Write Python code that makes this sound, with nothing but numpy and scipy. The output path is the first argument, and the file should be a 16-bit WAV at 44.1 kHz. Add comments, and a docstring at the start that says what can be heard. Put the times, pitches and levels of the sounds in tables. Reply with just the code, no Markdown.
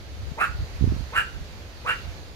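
"""A steady outdoor hiss is heard first, and soon gusts of wind buffet the two microphone ports (openings).
A meerkat on a rock gives three hoarse alarm barks; the rock walls of its enclosure throw them back.
Each bark is a rasp of air and fluttering vocal folds through a throat whose resonances (the pitches
at which it rings) rise as the mouth opens. The wind is strongest between the first two barks."""
import sys
import numpy as np
from scipy import signal
from scipy.fft import rfft, irfft
from scipy.io import wavfile
from scipy.ndimage import uniform_filter1d

SR = 44100
rng = np.random.default_rng(int(sys.argv[2]) if len(sys.argv) > 2 else 0)


def wrap_up_sound(samples):
    """Save the sound to the file named by the first command line argument, as 16-bit audio."""
    columns = np.atleast_2d(samples).T
    # keep every value between -1 and 1, then stretch to whole-number steps
    tamed = np.clip(columns, -1, 1)
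    steps = np.round(tamed * 32767).astype(np.int16)
    wavfile.write(sys.argv[1], SR, steps)


N = 103635


def amp(db):
    """Turns decibels into a number to multiply by."""
    return 10 ** (np.asarray(db) / 20)


def unit(x):
    """Scales a signal to an average strength (rms) of 1."""
    return x / np.sqrt(np.mean(x ** 2) + 1e-20)


def read(points, hz):
    """Looks up values between a table's rows, on a log-frequency scale."""
    f, value = np.transpose(points)
    return np.interp(np.log(hz + 1), np.log(f + 1), value)


def add(mix, start_s, sound):
    """Mixes a sound in at a given time."""
    part = mix[round(start_s * SR):][:len(sound)]
    part += sound[:len(part)]


def colour(x, points):
    """Turns frequencies up or down by a table of f/Hz, gain/dB."""
    hz = np.fft.rfftfreq(x.shape[-1], 1 / SR)
    return irfft(rfft(x) * amp(read(points, hz)), x.shape[-1])


def wander(size, hz):
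    """A random wobble, mostly slower than hz."""
    f = np.fft.rfftfreq(SR, 1 / SR)
    return unit(irfft(rfft(rng.standard_normal(SR)) / (1 + (f / hz) ** 4), SR))[:size]


def resonate(x, hz, width):
    """Makes x ring in a band around hz, which may glide."""
    turn = np.exp(2j * np.pi * np.cumsum(hz * np.ones(len(x))) / SR)
    decay = np.exp(-np.pi * width / SR)
    return (turn * signal.lfilter([(1 - decay) ** 2], [1, -2 * decay, decay ** 2], x / turn)).real


def hiss():
    """A distant outdoor wash of noise, slightly patchy, that slowly swells and sinks."""
    tone = [(20, -13.5), (60, 5), (160, -6), (230, -10.5), (500, -10), (700, -12.5), (1100, -16.5),
            (1650, -16.5), (2400, -18), (3500, -20), (4500, -17.5), (5400, -24), (6600, -24), (7800, -35),
            (8700, -34), (9700, -37), (11300, -34), (12500, -34), (14300, -40.5), (15500, -45)]  # tone of the hiss: f/Hz, relative level/dB
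    likeness = [(60, 0.81), (150, 0.947), (380, 0.94), (950, 0.092), (2380, -0.075), (5980, 0.059),
                (15000, 0.014)]  # how alike the two sides are: f/Hz, likeness (1 = the same)
    balance = [(60, -3.5), (130, -1), (290, 0.0), (640, -1), (1410, -4.5), (3100, -5), (6820, -2),
               (15000, 5)]  # which side is louder: f/Hz, left minus right/dB
    swell = [(0, -57), (.45, -55.5), (.9, -53.5), (1.3, -55.5), (1.75, -56), (2.0, -53), (2.35, -57)]  # slow rise and fall: t/s, relative level/dB
    gain_db, patchy_db = 12.5, 1.0
    frames, hz = N // 256 + 5, np.fft.rfftfreq(1024, 1 / SR)
    a, b, c, d, patches = rng.standard_normal((5, frames, len(hz)))
    patches = uniform_filter1d(patches, size=12, axis=0)  # smooth over time
    patches = unit(uniform_filter1d(patches, size=12, axis=1))  # and over frequency
    same = np.clip(read(likeness, hz), -1, 1)
    left = a + 1j * b
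    right = same * left + np.sqrt(1 - same ** 2) * (c + 1j * d)
    lean = amp(read(balance, hz) / 2)
    spectra = np.array([left * lean, right / lean]) * amp(read(tone, hz) + patchy_db * patches)
    wash = unit(signal.istft(spectra.transpose(0, 2, 1), nperseg=1024, noverlap=768)[1][:, :N])
    return wash * amp(gain_db + np.interp(np.arange(N) / SR, *np.transpose(swell)))


def wind():
    """Swirling air rumbles at each port on its own; strong gusts add a faster flutter."""
    gusts = [(0.144, 0.032, -34.5, -36.5), (0.202, 0.0124, -31.5, -42.5), (0.226, 0.0145, -38, -28),
             (0.284, 0.0227, -27, -52.5), (0.506, 0.0134, -31.5, -26.5), (0.555, 0.0102, -26, -29),
             (0.612, 0.0202, -24.5, -25), (0.624, 0.0235, -31.5, -26), (0.768, 0.048, -33, -34),
             (0.848, 0.027, -28.5, -16), (0.883, 0.0146, -23, -20), (0.924, 0.0225, -24.5, -19),
             (1.012, 0.0303, -42, -24), (1.188, 0.0173, -31, -38.5), (1.361, 0.0177, -49.5, -29.5),
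             (1.418, 0.0073, -31.5, -26), (2.082, 0.02966, -51.5, -29.5)]  # gusts: centre t/s, half length/s, left level/dB, right level/dB
    rumble_tone = [(12, -25.5), (28, -27.5), (45, -1), (65, 6.5), (100, -3), (160, -23), (300, -32),
                   (700, -83.5), (2000, -100)]  # deep rumble: f/Hz, relative level/dB
    flutter_tone = [(40, -35), (110, 18.5), (190, 1.5), (320, -11.5), (500, -14), (800, -24.5), (2000, -52)]  # higher flutter: f/Hz, relative level/dB
    breeze_db, strong_db = -42, -20.5
    flutter_db, flutter_growth = -10, 1.572
    t, sides = np.arange(N) / SR, []
    for side in range(2):
        gust_power = sum(amp(db[side]) ** 2 * np.exp(-((t - at) / half) ** 2) for at, half, *db in gusts)
        force = np.sqrt(amp(breeze_db) ** 2 + gust_power) / amp(strong_db)  # 1 in a strong gust
        rumble = unit(colour(rng.standard_normal(N), rumble_tone))
        rumble /= np.sqrt(uniform_filter1d(rumble ** 2, size=1500) + 0.055)  # even out chance swells
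        flutter = amp(flutter_db) * unit(colour(rng.standard_normal(N), flutter_tone))
        sides.append(amp(strong_db) * (force * rumble + force ** flutter_growth * flutter))
    return np.array(sides)


def eddies():
    """Each sharp eddy (a small swirl of air) is one quick suck and push of pressure at a port."""
    swirls = [(0.319, 0.00144, -22, -43), (.812, 0.001107, -47.5, -15), (.826, 0.001172, -44, -11.5),
              (.842, 0.000785, -45, -11.5), (.876, 0.001157, -36.5, -11.5), (0.923, 0.000897, -45, -14.5),
              (.941, 0.00141, -51, -20), (.966, 0.001135, -50.5, -21.5), (1.01, 0.00129, -48.5, -25)]  # single eddies: t/s, width/s, left peak/dB, right peak/dB
    pressure, t = np.zeros((2, N)), np.arange(N) / SR
    for at, width, *db in swirls:
        offset = (t - at) / width
        pressure += amp(db)[:, None] * offset * np.exp((1 - offset ** 2) / 2)
    return pressure


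def bark(length, level_db, size_factor, treble_db):
    """Ragged vocal-fold pulses and puffs of air ring the opening throat; the highs swell in last."""
    # throat resonances, mouth open: f/Hz (times size_factor), width/Hz, level/dB, change at onset/dB
    throat_bands = [(987.5, 232, -18.5, -5.5), (1370.5, 158.4, -4.5, -17), (1494.6, 147.5, -2.5, -32.5),
                    (1613.1, 195, -6.5, -33.5), (1781.7, 129, -12, -33), (2433, 320, -13, -24),
                    (2694.5, 318.3, -7.5, -33), (3210, 1520, -27.5, -30.5)]
    rasp_bands = [(7530, 1280, -27.5), (8770, 1860, -27), (11036, 960, -27.5), (12910, 1140, -34.5)]  # thin upper resonances: f/Hz, width/Hz, relative level/dB
    attack_s, release_s, end_db, rasp_onset_db = 0.0581, 0.03997, -12, -35.5
    open_s, shut_drop_hz = .058, 680  # the throat rings this much lower with the mouth shut
    base_pitch_hz, fold_jitter, air_share = 487.85, .12, 0.7956
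    rattle_hz, rattle_db = 281, 5  # uneven flutter of the vocal folds
    voice_db, voice_jitter = -20.5, 0.0735  # a weak plain tone at the folds' pitch
    t = np.arange(0, length, 1 / SR)
    n = len(t)
    slack = np.clip(1 - t / attack_s, 0, 1) ** 1.445  # 1 at the onset, 0 at full effort
    fall = np.clip(1 - (length - t) / release_s, 0, 1)
    loudness = np.clip(np.minimum(t / .016, (length - t) / .006), 0, 1) * amp(end_db * fall)
    mouth = np.sin(np.pi / 2 * np.minimum(t / open_s, 1))  # 0 shut, 1 open
    pitch, wobble = base_pitch_hz * size_factor, wander(n, hz=190.2)
    cycles = np.cumsum(pitch * (1 + fold_jitter * wobble)) / SR
    folds = sum(np.cos(2 * np.pi * k * cycles) for k in range(1, 30))
    puffs = (0.251 + np.exp(-(cycles % 1) / 0.33)) * rng.standard_normal(SR)[:n]  # one puff a cycle
    rattle = amp(rattle_db * np.tanh(wander(n, hz=rattle_hz)))
    breath = ((1 - air_share) * unit(folds) + air_share * unit(puffs)) * rattle
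    throat = np.zeros(n)
    for hz, width, db, onset_db in throat_bands:
        rising_hz = size_factor * hz - shut_drop_hz * (1 - mouth)
        throat += amp(db + onset_db * slack) * unit(resonate(breath, rising_hz, width))
    rasp = sum(amp(db) * unit(resonate(breath, hz, width)) for hz, width, db in rasp_bands)
    rasp *= amp(treble_db + rasp_onset_db * slack)
    voice_cycles = np.cumsum(pitch * (1 + voice_jitter * wobble)) / SR
    voice = amp(voice_db - 10.3 * mouth) * unit(np.sin(2 * np.pi * voice_cycles))
    return amp(level_db) * (loudness * (throat + rasp) + np.sqrt(loudness) * voice)


def enclosure(x):
    """The direct sound, a few slaps off the rock, and a short tail of many blurred echoes."""
    echoes = [(.0043, -10, -19), (.0097, -13.5, -3.5), (0.0179, -9.5, -22.5), (0.027, -30, -15.5),
              (.038, -14, -12), (0.183, -29.5, -32.5)]  # echoes off rock faces: delay/s, left level/dB, right level/dB
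    fade_times = [(300, 0.176), (1500, 0.293), (2800, 0.369), (7000, 0.375), (14000, 0.152)]  # how long the tail lasts: f/Hz, time to fade by 60 dB/s
    wall_tone = [(400, -0.5), (950, 1), (1280, -2), (1520, 2), (1750, -1), (2150, -3), (2750, -1.5),
                 (5000, 3), (12000, 0)]  # tone of the tail: f/Hz, gain/dB
    tail_db, tail_delay_s = -7, .008
    near = np.array([x, x])
    for delay, *levels in echoes:
        for side, db in enumerate(levels):
            add(near[side], delay + rng.uniform(0, 0.000443), amp(db) * x)
    bounces = rng.standard_normal((2, SR)) * (rng.random((2, SR)) < .07)
    bounces *= np.arange(SR) > tail_delay_s * SR
    hz, t, spectra = signal.stft(bounces, SR, nperseg=256)
    fade = amp(-60 * t / read(fade_times, hz)[:, None])
    tail = signal.istft(spectra * fade, SR, nperseg=256)[1]
    tail /= np.linalg.norm(tail[0])
    return near + amp(tail_db) * signal.fftconvolve(colour(x, wall_tone)[None], tail, axes=1)[:, :N]


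def ports(x):
    """The two microphone ports hear the animal with different level and phase (wave timing)."""
    balance = [(480, 3.5), (900, -2), (1500, -6), (2050, -5.5), (2550, 1.5), (3200, 2), (4000, -2.5),
               (7500, 6), (12000, 1)]  # which side is louder: f/Hz, left minus right/dB
    phase_lead = [(100, -0.5), (1270, 1.5), (1500, 1.5), (1900, 1.5), (2900, 2.4), (6000, 1.0),
                  (14000, 1.57)]  # how far the left wave is ahead: f/Hz, phase/rad
    hz = np.fft.rfftfreq(N, 1 / SR)
    lean = amp(read(balance, hz) / 2) * np.exp(1j * read(phase_lead, hz) / 2)
    return irfft(rfft(x) * np.array([lean, 1 / lean]), N)


def scene():
    """Three barks echo in the enclosure, amid hiss and wind."""
    # alarm barks: start t/s, length/s, gain/dB, throat size factor (above 1 = higher), treble/dB
    barks = [(.369, 0.0923, -19, .97, -1), (1.118, 0.10405, -21, 1.025, -0.5),
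             (1.841, 0.09425, -20, 1.02, -3.5)]
    meerkat = np.zeros(N)
    for start, *call in barks:
        add(meerkat, start, bark(*call))
    return ports(enclosure(meerkat)) + hiss() + wind() + eddies()


def record(dry):
    """The recorder cuts off the very highest treble."""
    cutoff_hz = 15720
    low_pass = signal.firwin(511, cutoff_hz, window=("kaiser", 9), fs=SR)
    return signal.oaconvolve(dry, low_pass[None], "same")


dry = scene()
out = record(dry)
wrap_up_sound(out)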